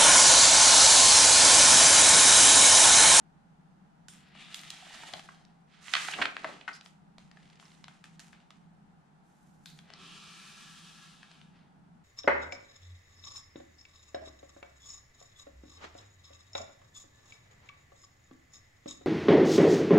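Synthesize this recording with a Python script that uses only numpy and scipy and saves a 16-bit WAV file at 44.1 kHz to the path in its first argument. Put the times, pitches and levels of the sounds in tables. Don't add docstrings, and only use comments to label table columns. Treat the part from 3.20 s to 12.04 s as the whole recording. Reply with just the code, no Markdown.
import sys
import numpy as np
from scipy import signal
from scipy.fft import rfft, irfft
from scipy.io import wavfile
from scipy.ndimage import uniform_filter1d

SR = 44100
rng = np.random.default_rng(int(sys.argv[2]) if len(sys.argv) > 2 else 0)


def inscribe(sig):
    pcm = np.round(np.clip(np.atleast_2d(sig).T, -1, 1) * 32767)
    wavfile.write(sys.argv[1], SR, pcm.astype(np.int16))


N = 389844
TIME = np.arange(N) / SR
TOP_HZ = 15100


def gain(db):
    return 10 ** (np.asarray(db) / 20)


def unit(x):
    return x / np.sqrt(np.mean(x ** 2))


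def pitches(size):
    return np.maximum(np.fft.rfftfreq(size, 1 / SR), 1)


def curve(points, hz):
    point_hz, value = np.transpose(points)
    return np.interp(np.log(hz), np.log(point_hz), value)


def hump(hz, centre_hz, width_hz):
    return 1 / (1 + (2 * (hz - centre_hz) / width_hz) ** 2)


def ring_curve(rings, hz):
    return sum(db * hump(hz, centre_hz, width_hz) for centre_hz, width_hz, db in rings)


def filtered(x, gains):
    return irfft(rfft(x) * gains, x.shape[-1])


def ring_after(gains):
    cepstrum = irfft(np.log(gains + 1e-9))
    half = cepstrum.shape[-1] // 2
    cepstrum[..., 1:half] *= 2
    cepstrum[..., half + 1:] = 0
    return np.exp(rfft(cepstrum))


def pan(left_db):
    return gain(np.array([[1], [-1]]) * left_db / 2)


def wander(per_s, size=N):
    step = max(int(SR / per_s), 2)
    levels = np.repeat(rng.standard_normal(size // step + 1), step)
    return unit(uniform_filter1d(uniform_filter1d(levels, step), step)[:size])


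def envelope(age, rise_s, hold_s, fade_s):
    return np.minimum(age / rise_s, 1) * np.exp(-np.maximum(age - rise_s - hold_s, 0) / fade_s)


def add(out, start_s, sound):
    start = int(start_s * SR)
    out[:, start:start + sound.shape[-1]] += sound[:, :N - start]


# pitch_hz, width_db
BOOK_WIDTH = [(100, -16), (1200, -9.5), (3000, -19.5), (5500, -5.5), (8000, -0.5), (15000, 0)]
def spread(shared, difference, hz, widths=BOOK_WIDTH):
    width = gain(curve(widths, hz))
    return (shared + np.array([[1], [-1]]) * width * difference) / np.sqrt(1 + width ** 2)


def noise(gains, widths=BOOK_WIDTH):
    size = 2 * (len(gains) - 1)
    white = rfft(rng.standard_normal((2, size)))
    return unit(irfft(spread(*white, pitches(size), widths) * gains, size))


# pitch_hz, level_db
AIR_TONE = [(25, -35.5), (90, -31.5), (124, -35.5), (146, -17.5), (170, -13.5), (186, -19), (204, -19),
            (260, -29.5), (370, -36), (560, -40.5), (790, -29.5), (1100, -39.5), (1400, -38), (2200, -48.5),
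            (5000, -57), (10000, -62.5), (15000, -74)]
# pitch_hz, width_db
AIR_SPREAD = [(200, -6.5), (700, 1), (4000, -1)]
def ventilation(level_db=-59.5, waver_db=1.45):
    hz = pitches(N)
    air = noise(gain(curve(AIR_TONE, hz)), AIR_SPREAD) * gain(level_db)
    drone = filtered(air, 1 / (1 + (hz / 300) ** 8))
    return air + drone * (gain(waver_db * wander(per_s=9)) - 1)


# pitch_hz, echo_s
ECHO_TIMES = [(200, 0.2), (1000, .36), (4000, 0.26), (12000, 0.032)]
def room(x, echo_db, delay_s, size=22050):
    age, hz = TIME[:size], pitches(size)
    centres = np.log([pitch_hz for pitch_hz, _ in ECHO_TIMES])
    tail = 0
    for weights, (_, echo_s) in zip(np.eye(len(centres)), ECHO_TIMES):
        band = np.interp(np.log(hz), centres, weights)
        hiss = filtered(rng.standard_normal((2, size)), np.sqrt(band))
        tail = tail + hiss * gain(-60 * age / echo_s)
    tail = unit(tail * np.clip(age / delay_s - .5, 0, 1)) / np.sqrt(size)
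    echo = signal.fftconvolve(x.mean(axis=0)[None], tail, axes=1)[:, :N]
    return x + gain(echo_db) * echo


# pitch_hz, width_hz, boost_db
BOOK_RINGS = [(467, 220, -8.5), (714, 200, 7.5), (1282, 91, 3.5), (1840, 390, 1)]
def book_tone(hz):
    return ring_curve(BOOK_RINGS, hz)


def crackle(pitch_hz, low_slope, high_slope, length_ms, peak_db, top_db, rings=(), size=4096):
    hz, age = pitches(size), TIME[:size]
    length_s = max(length_ms, .3) / 1000
    rise_s = 0.001 + length_s ** 2 / 0.015
    fibres = rng.standard_normal((2, size)) * gain(3.5 * rng.standard_normal(size))
    burst = rfft(fibres * np.exp(-age / (0.77 * length_s)) * (1 - np.exp(-age / rise_s)))
    power = uniform_filter1d(np.abs(burst) ** 2, size=72)
    burst = burst * ring_after(power ** -.5)
    ratio = (hz / pitch_hz) ** 4
    fall_db = (low_slope * np.log2(1 + 1 / ratio) + high_slope * np.log2(1 + ratio)) / 4
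    patch_db = peak_db * hump(hz, pitch_hz, 0.38 * pitch_hz) - fall_db
    book_db = book_tone(hz) + ring_curve(rings, hz) + top_db * (hz / TOP_HZ) ** 2
    return unit(irfft(spread(*burst, hz) * ring_after(gain(book_db + patch_db)))) / np.sqrt(size)


def broad_ring(hz, db):
    return (hz, 0.19 * hz, db)


def tiny_slips(per_s, scatter_db, hiss, size):
    strengths = gain(scatter_db * np.minimum(rng.exponential(size=size), 5))
    clicks = (rng.random(size) < per_s / SR) * strengths * rng.choice([-1, 1], (2, size))
    return unit(clicks) + hiss * rng.standard_normal((2, size))


def rub(slips, tone_db, body_db, fizz_db, sheen_db):
    hz = pitches(slips.shape[-1])
    spectrum = spread(*rfft(slips), hz) * gain(tone_db)
    body = 1 / (1 + (hz / 900) ** 8)
    fizz = 1 / (1 + (5000 / hz) ** 8)
    sheen = 1 / (1 + (10500 / hz) ** 24)
    bands = ((body, body_db), (1 - body - fizz, 0), (fizz - sheen, fizz_db),
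             (sheen, sheen_db + 1.9 * fizz_db))
    return sum(unit(irfft(spectrum * band)) * gain(db) for band, db in bands)


CATCH_SCATTER_DB, CATCH_SCATTER_OCTAVES = 3.5, .35
# start_s, end_s, catches_per_s, level_db, pitch_hz
CATCH_SPELLS = [(1.203, 1.6, 26, -32, 3150), (1.649, 1.98, 30.7, -29.5, 804),
                (4.189, 4.55, 40, -39.5, 3160)]
def small_catches(count=16):
    out = np.zeros((2, N))
    for start_s, end_s, per_s, level_db, pitch_hz in CATCH_SPELLS:
        for k, (lag, strength, shift) in enumerate(rng.uniform(-1, 1, (count, 3))):
            catch_s = start_s + (k + (1 + lag) / 2) / per_s
            catch = crackle(pitch_hz * 2 ** (CATCH_SCATTER_OCTAVES * shift),
                            low_slope=14, high_slope=17, length_ms=2.6, peak_db=-3, top_db=-15)
            if catch_s < end_s:
                add(out, catch_s, catch * gain(level_db + CATCH_SCATTER_DB * strength))
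    return out


def tick(pitch_hz, low_slope, top_db, rings=()):
    khz = pitch_hz / 1000
    own_ring = (pitch_hz, .12 * pitch_hz, 5)
    return crackle(pitch_hz, low_slope, high_slope=6.3 * khz ** 0.17, length_ms=2.3 / khz ** 0.34,
                   peak_db=1.5, top_db=top_db, rings=[own_ring, *rings])


# start_s, relative_db, pitch_hz,
# low_slope_db_per_octave, left_db, ring_hz, ring_db
TICKS_AND_KNOCKS = [(1.151, -29.5, 610, -2, 5, 1240, 11), (1.392, -23, 4210, 12, 1, 3200, 4),
                    (1.434, -25.5, 2010, 14, 8, 1090, 10), (1.623, -26, 755, 9, -2, 754, 11),
                    (1.835, -20.5, 870, 5, -4, 1500, 7), (1.936, -12, 3480, 4, 3.5, 4300, 5.5),
                    (1.9377, -15, 850, 4, 2, 770, -1), (1.9941, -21.5, 3000, 1.5, 2, 5500, 5),
                    (2.2504, -36, 4100, 10.5, 2, 5500, 7), (3.6104, -26, 4140, 5, -1, 2980, 6),
                    (3.6603, -26, 3280, 1.5, 5, 5170, 8), (4.1136, -30.5, 4970, 1.5, 3, 1800, 10),
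                    (4.171, -29, 1800, 2, 2, 1690, 6), (4.398, -29, 3320, 2, 5, 1500, 10),
                    (4.426, -30.5, 1100, 8, -2, 1350, 8), (4.453, -32.5, 1260, 5, -3, 5600, 21),
                    (4.6416, -22, 3880, 1.5, 1, 5300, 5), (6.589, -26.5, 3470, 8.5, 3, 1570, 7),
                    (6.7024, -25.5, 3100, 0, 3, 4200, 2), (6.7364, -23.5, 4300, 3.5, 2, 5200, 11),
                    (8.0296, -25.5, 1610, 12, 4, 1100, 2), (8.1144, -29.5, 4240, 2.5, 1, 3100, 1),
                    (8.214, -31.5, 3250, 1.5, 7, 2920, 7.5)]
def ticks_and_knocks():
    out = np.zeros((2, N))
    for start_s, db, pitch_hz, low_slope, left_db, ring_hz, ring_db in TICKS_AND_KNOCKS:
        click = tick(pitch_hz, low_slope, top_db=-31, rings=[broad_ring(ring_hz, ring_db)])
        add(out, start_s, click * gain(db) * pan(left_db))
    return out


# pitch_hz, level_db
PAPER_TONE = [(100, -23.5), (280, -5.5), (700, -15.5), (1300, -6.5), (2800, -5.5), (4500, -10),
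              (7200, -7.5), (10000, -14), (15000, -30.5)]
def paper_tone(hz):
    return curve(PAPER_TONE, hz) + book_tone(hz)


# start_s, relative_db, pitch_hz,
# low_slope_db_per_octave, left_db, ring_hz, ring_db, dip_hz, hiss_db, fizz_db
SHARP_CLICKS = [(0.8835, -24.5, 2970, 17, -8, 7350, 11.5, 4600, -64, 5),
                (1.3439, -11, 3400, 10.5, -1, 4150, 4, 5700, -60.5, 7),
                (1.5031, -13.5, 4050, 11, -3, 3250, 7, 4520, -58, 0.5),
                (3.9824, -25.5, 4070, -1.5, 1, 4300, 7, 5300, -66.5, -5.5),
                (4.681, -22.5, 1400, 4.5, 2.5, 3500, 6, 5200, -65, -6.5),
                (4.8404, -24.5, 1700, 12, 2, 3700, 4, 5800, -64, -4),
                (4.9943, -23.5, 4300, 5, 1.5, 1630, 11, 3200, -62.5, 0),
                (5.13, -29, 2500, 5, 5.5, 1690, 13, 4000, -63, -14),
                (5.3051, -27, 3630, 2.5, -2, 1126, 12.5, 4300, -69.5, -7),
                (6.458, -22, 3705, 9, 3, 1560, 11, 2003, -63.5, 2)]
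def sharp_clicks(creaks=3, creak_s=.02, creak_db=-18):
    out = np.zeros((2, N))
    for start_s, db, pitch_hz, low_slope, left_db, ring_hz, ring_db, dip_hz, _, fizz_db in SHARP_CLICKS:
        rings = [broad_ring(ring_hz, ring_db), (dip_hz, 0.063 * dip_hz, -5)]
        top_db = min(2.3 * fizz_db, -5)
        add(out, start_s, tick(pitch_hz, low_slope, top_db, rings) * gain(db) * pan(left_db))
        for k, (lag, strength, shift) in enumerate(rng.uniform(-0.9, 1, (creaks, 3)), start=1):
            catch = tick(pitch_hz * 2 ** (CATCH_SCATTER_OCTAVES * shift), low_slope, top_db)
            level = gain(db + creak_db + CATCH_SCATTER_DB * strength) / k
            add(out, start_s + creak_s * (k + lag / 2) / creaks, catch * level * pan(left_db))
    return out


def click_tails(size=32768):
    out, hz = np.zeros((2, N)), pitches(size)
    tone_db = paper_tone(hz) - 3 * (hz / TOP_HZ) ** 2
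    fade = envelope(TIME[:size], rise_s=0.0014, hold_s=0.0081, fade_s=0.068)
    for start_s, *_, hiss_db, fizz_db in SHARP_CLICKS:
        slips = tiny_slips(per_s=1100, scatter_db=5, hiss=1.3, size=size)
        scrape = rub(slips, tone_db, body_db=-13.5, fizz_db=fizz_db, sheen_db=-8)
        shake_db = 2 * wander(per_s=52, size=size)
        add(out, start_s, scrape * fade * gain(hiss_db - shake_db))
    return out


# start_s, level_db, fade_s, pitch_hz, width_hz
PITCHED_BURSTS = [(0.8841, -41, 0.0018, 1540, 300), (0.888, -64, 0.079, 3300, 600),
                  (0.887, -64, 0.054, 5400, 600), (0.886, -60, .06, 7350, 600),
                  (0.886, -57, 0.044, 8840, 600), (1.155, -57.5, 0.41, 3570, 550),
                  (2.922, -36.5, 0.018, 2890, 550), (3.53, -51.5, 0.03, 5000, 1000),
                  (6.461, -55, 0.055, 4110, 1300), (6.461, -64, 0.059, 12000, 4000)]
def pitched_bursts(size=32768):
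    out, age = np.zeros((2, N)), TIME[:size]
    for start_s, level_db, fade_s, pitch_hz, width_hz in PITCHED_BURSTS:
        hiss = noise(hump(pitches(size), pitch_hz, width_hz))
        swell = np.exp(-age / fade_s) * (1 - np.exp(-20 * age / fade_s))
        add(out, start_s, hiss * gain(level_db) * swell)
    return out


def slide(move, tone_db, rings, slips, swell_db, sheen_db, shake_db, shakes_per_s):
    start_s, rise_s, hold_s, fade_s, db, sag, body_from, body_to, fizz_db, left_from, left_to = move
    size = slips.shape[-1]
    out, age, hz = np.zeros((2, N)), TIME[:size], pitches(size)
    progress = np.minimum(age / (rise_s + hold_s + 3 * fade_s), 1)
    speed = np.maximum(np.sin(np.pi * progress), .1)
    body_db = body_from + (body_to - body_from) * progress
    fizz_db = fizz_db + 2.5 * np.log2(speed)
    start_rings = [(pitch, width, boost) for pitch, width, boost, _ in rings]
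    end_rings = [(pitch, width, boost) for pitch, width, _, boost in rings]
    first = rub(slips, tone_db + ring_curve(start_rings, hz), body_db, fizz_db, sheen_db)
    last = rub(slips, tone_db + ring_curve(end_rings, hz), body_db, fizz_db, sheen_db)
    scrape = (first + (last - first) * progress) * envelope(age, rise_s, hold_s, fade_s)
    level_db = db - sag * age + swell_db * (speed - 1) + shake_db * wander(shakes_per_s, size)
    add(out, start_s, scrape * gain(level_db) * pan(left_from + (left_to - left_from) * progress))
    return out


def wavering(x, rings, waver_db=2):
    spectrum, hz = rfft(x), pitches(N)
    for pitch_hz, width_hz, *boosts_db in rings:
        if max(boosts_db) > 0:
            band = irfft(spectrum * hump(hz, pitch_hz, width_hz), N)
            x = x + band * (gain(waver_db * wander(per_s=7)) - 1)
    return x


# pitch_hz, level_db
PUSH_TONE = [(150, -17), (350, -10), (520, -16.5), (770, -10.5), (950, -11), (1600, 1), (2400, -2.5),
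             (3000, -1), (3600, -1.5), (5000, -1), (7500, -5.5), (10000, -10.5), (15000, -23)]
# pitch_hz, width_hz, start_boost_db, end_boost_db
PUSH_RINGS = [(810, 170, -5, 9.5), (1280, 89, 1.5, -3), (1540, 220, -10, 2), (1880, 160, 5, 1.5),
              (2360, 200, 8, -3), (2850, 300, 7, -1.5), (3230, 140, 1, 2.5), (3600, 500, 3, -2),
              (5400, 1900, -6.5, -1.5)]
# start_s, rise_s, hold_s, fade_s, relative_db, sag_db_per_s, start_body_db, end_body_db,
# full_speed_fizz_db, start_left_db, end_left_db
PUSH_MOVES = [(1.134, 0.04, 0.57, 0.15, -54, 3.5, -15.5, -8, -7, 3, -6.5),
              (1.615, 0.2, 0.11, 0.13, -55, -3, -13, 1.5, -4.5, -2.5, 0.5)]
def book_push(size=98304):
    out, hz = np.zeros((2, N)), pitches(size)
    tone_db = curve(PUSH_TONE, hz) + book_tone(hz)
    for move in PUSH_MOVES:
        slips = tiny_slips(per_s=1500, scatter_db=2.5, hiss=1, size=size)
        out += slide(move, tone_db, PUSH_RINGS, slips,
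                     swell_db=0.5, sheen_db=-4.5, shake_db=2, shakes_per_s=72)
    return wavering(out, PUSH_RINGS)


# pitch_hz, level_db
PULL_TONE = [(200, -11), (380, 2), (520, -17), (850, -10.5), (1150, 1), (1480, -8.5), (1680, -3.5),
             (2050, -5), (2600, 2), (3700, -1.5), (6500, -9), (10000, -14), (15000, -26)]
# pitch_hz, width_hz, start_boost_db, end_boost_db
PULL_RINGS = [(1344, 100, 9.5, 11), (1670, 180, -1, 10), (2050, 210, -8, 2), (2380, 200, 3.5, -5),
              (2750, 290, -2, 5), (3000, 84, -1, 5), (3270, 110, 1, 4), (3650, 190, -2, 7)]
PULL_MOVES = [(6.7, 0.13, 1.104, 0.15, -51, 6.46, -10.5, -44, -4.5, .5, 1.5),
              (7.99, 0.0265, 0.1, 0.13, -62, 3.3, -19, -8, -7.5, 2, 0.21)]
def book_pull(size=98304):
    out = np.zeros((2, N))
    tone_db = curve(PULL_TONE, pitches(size))
    for move in PULL_MOVES:
        slips = tiny_slips(per_s=2500, scatter_db=2, hiss=1.5, size=size)
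        out += slide(move, tone_db, PULL_RINGS, slips,
                     swell_db=3.5, sheen_db=-6, shake_db=0.67, shakes_per_s=40)
    return wavering(out, PULL_RINGS)


# peak_s, level_db, half_length_s
AIR_PUFFS = [(3.005, -45.5, 0.016), (3.284, -64, 0.027)]
def page_puffs(pitch_hz=194):
    swell = sum(gain(db) * np.exp(-((TIME - peak_s) / half_s) ** 2) for peak_s, db, half_s in AIR_PUFFS)
    ratio = pitches(N) / pitch_hz
    return swell * noise(ratio ** 2 / (1 + ratio ** 4))


# pitch_hz, width_hz, boost_db
PAGE_RINGS = [(430, 59, 8), (517, 76, 4.5), (603, 60, 3), (1090, 96, 0.5), (1620, 63, 2.5), (1998, 79, 5),
              (2930, 89, 0.5), (4330, 430, 2)]
# start_s, rise_s, hold_s, fade_s, relative_db, body_db, fizz_db, left_db
PAGE_STROKES = [(0.917, 0.016, 0.35, .03, -63, -13, -40, 3),
                (2.469, 0.067, 0.13, .08, -61, -31, -15.5, -5.5),
                (2.606, 0.15, 0.02, 0.03, -42, -19, -4.5, -4),
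                (2.758, 0.0089, 0.017, 0.064, -35, -23.5, -12, -2),
                (2.757, 0.075, 0.055, 0.081, -39.5, -18.5, -4.5, 0),
                (2.941, 0.059, 0.041, 0.05, -44, 2, -9.5, -0.5),
                (3.106, 0.075, 0.023, 0.17, -53.5, -6.5, -11.5, -3),
                (3.219, 0.017, 0.049, 0.085, -49.5, -0.5, -15.5, -1.5),
                (3.255, 0.035, 0.015, 0.048, -56.5, -20, -4.5, 1),
                (3.474, 0.0071, 0.014, 0.031, -50, -6, -10.5, -1),
                (3.508, 0.047, .01, 0.015, -53.5, -31, -4, -1),
                (3.616, 0.042, 0.009, 0.043, -64.5, -19, 0, -3.5),
                (4.094, 0.08, 0.18, 0.066, -67.5, -4.5, -8.5, -1),
                (4.386, 0.021, 0.052, 0.2, -64.5, -7, -2.5, -3),
                (6.021, 0.061, 0.54, 0.046, -83.5, 1, 6, -4), (6.598, 0.12, 0.048, .05, -60, -5.5, -17, 0),
                (8.322, 0.033, 0.053, 0.063, -67.5, -11, -22, 1)]
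def page_rustles(trim_db=-3.5, size=32768):
    out, hz = np.zeros((2, N)), pitches(size)
    tone_db = paper_tone(hz) + ring_curve(PAGE_RINGS, hz)
    for start_s, rise_s, hold_s, fade_s, db, body_db, fizz_db, left_db in PAGE_STROKES:
        slips = tiny_slips(per_s=3200, scatter_db=1, hiss=0.51, size=size)
        scrape = rub(slips, tone_db, body_db, fizz_db, sheen_db=-6.5)
        shake_db = 1.5 * wander(per_s=130, size=size)
        pressure = envelope(TIME[:size], rise_s, hold_s, fade_s)
        add(out, start_s, scrape * pressure * gain(db + trim_db + shake_db) * pan(left_db))
    return out


# start_s, relative_db, length_ms, pitch_hz, left_db
FINGER_PATS = [(2.0875, -18.5, 3.6, 1290, -2), (3.478, -7, 3.4, 1550, 6), (3.483, -8.5, 5.6, 1480, 3)]
def finger_pats():
    out = np.zeros((2, N))
    for start_s, db, length_ms, pitch_hz, left_db in FINGER_PATS:
        pat = crackle(pitch_hz, low_slope=20.6, high_slope=21.4, length_ms=length_ms,
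                      peak_db=4.5, top_db=16, rings=PAGE_RINGS)
        add(out, start_s, pat * gain(db) * pan(left_db))
    return out


# start_s, relative_db, pitch_hz, length_ms, left_db, ring_hz, ring_db
PAGE_SNAPS = [(2.6815, -18, 2528, 1.6, -9.5, 2700, 5), (2.7369, 4, 3800, 1.76, -6.5, 1430, 8),
              (2.7517, 2.5, 3400, 1.9, -6, 1170, 10.5), (2.7649, -4.5, 2700, 4.1, -4.5, 1700, 11),
              (2.8838, -6.5, 1800, 2.5, -7, 1000, 7), (2.935, -6, 2830, 6, -5, 2850, 7),
              (2.982, -5.5, 900, 13, -4, 1400, 4), (3.015, 4.5, 2050, 7.7, -4, 2900, 5.5),
              (3.0225, -1, 2390, 4, -5, 2150, -1), (3.0551, 0, 2400, 1.5, -3, 1647, 1),
              (3.1669, -7.5, 2220, 0.83, -1, 1300, 3), (3.2438, -3.5, 1240, 3.3, 1, 1770, 4),
              (3.2475, -10, 650, 6.4, 1, 660, 12), (3.283, -15.5, 620, 17, 2, 328, 5),
              (3.4103, -23.5, 3034, 2.6, -6, 3160, 6)]
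def page_snaps():
    out = np.zeros((2, N))
    hollow = (5700, 1300, -6)
    for start_s, db, pitch_hz, length_ms, left_db, ring_hz, ring_db in PAGE_SNAPS:
        rings = [*PAGE_RINGS, hollow, broad_ring(ring_hz, ring_db)]
        snap = crackle(pitch_hz, low_slope=9.7, high_slope=12.3 * (pitch_hz / 1000) ** 0.5,
                       length_ms=length_ms, peak_db=0, top_db=-6.5, rings=rings)
        add(out, start_s, snap * gain(db) * pan(left_db))
    return out


def scene():
    noises = book_push() + book_pull() + page_rustles() + click_tails() + pitched_bursts() + page_puffs()
    page_clicks = gain(-2) * (page_snaps() + finger_pats())
    cover_clicks = gain(-0.9) * (ticks_and_knocks() + sharp_clicks())
    clicks = page_clicks + cover_clicks + small_catches()
    book = room(noises, echo_db=-10, delay_s=0.0048) + room(clicks, echo_db=-11, delay_s=0.0055)
    return book + ventilation()


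# pitch_hz, left_db
MIC_SIDES = [(4500, 0.25), (6200, -2), (10000, -1), (12000, 4)]
def record(dry):
    hz = pitches(N)
    dull_db = -6 / (1 + (10540 / np.maximum(hz, 1000)) ** 30)
    heard = filtered(dry, gain(dull_db) * pan(curve(MIC_SIDES, hz)))
    top_cut = signal.ellip(8, .2, 70, TOP_HZ, fs=SR, output="sos")
    return signal.sosfilt(top_cut, heard)


dry = scene()
out = record(dry)
inscribe(out)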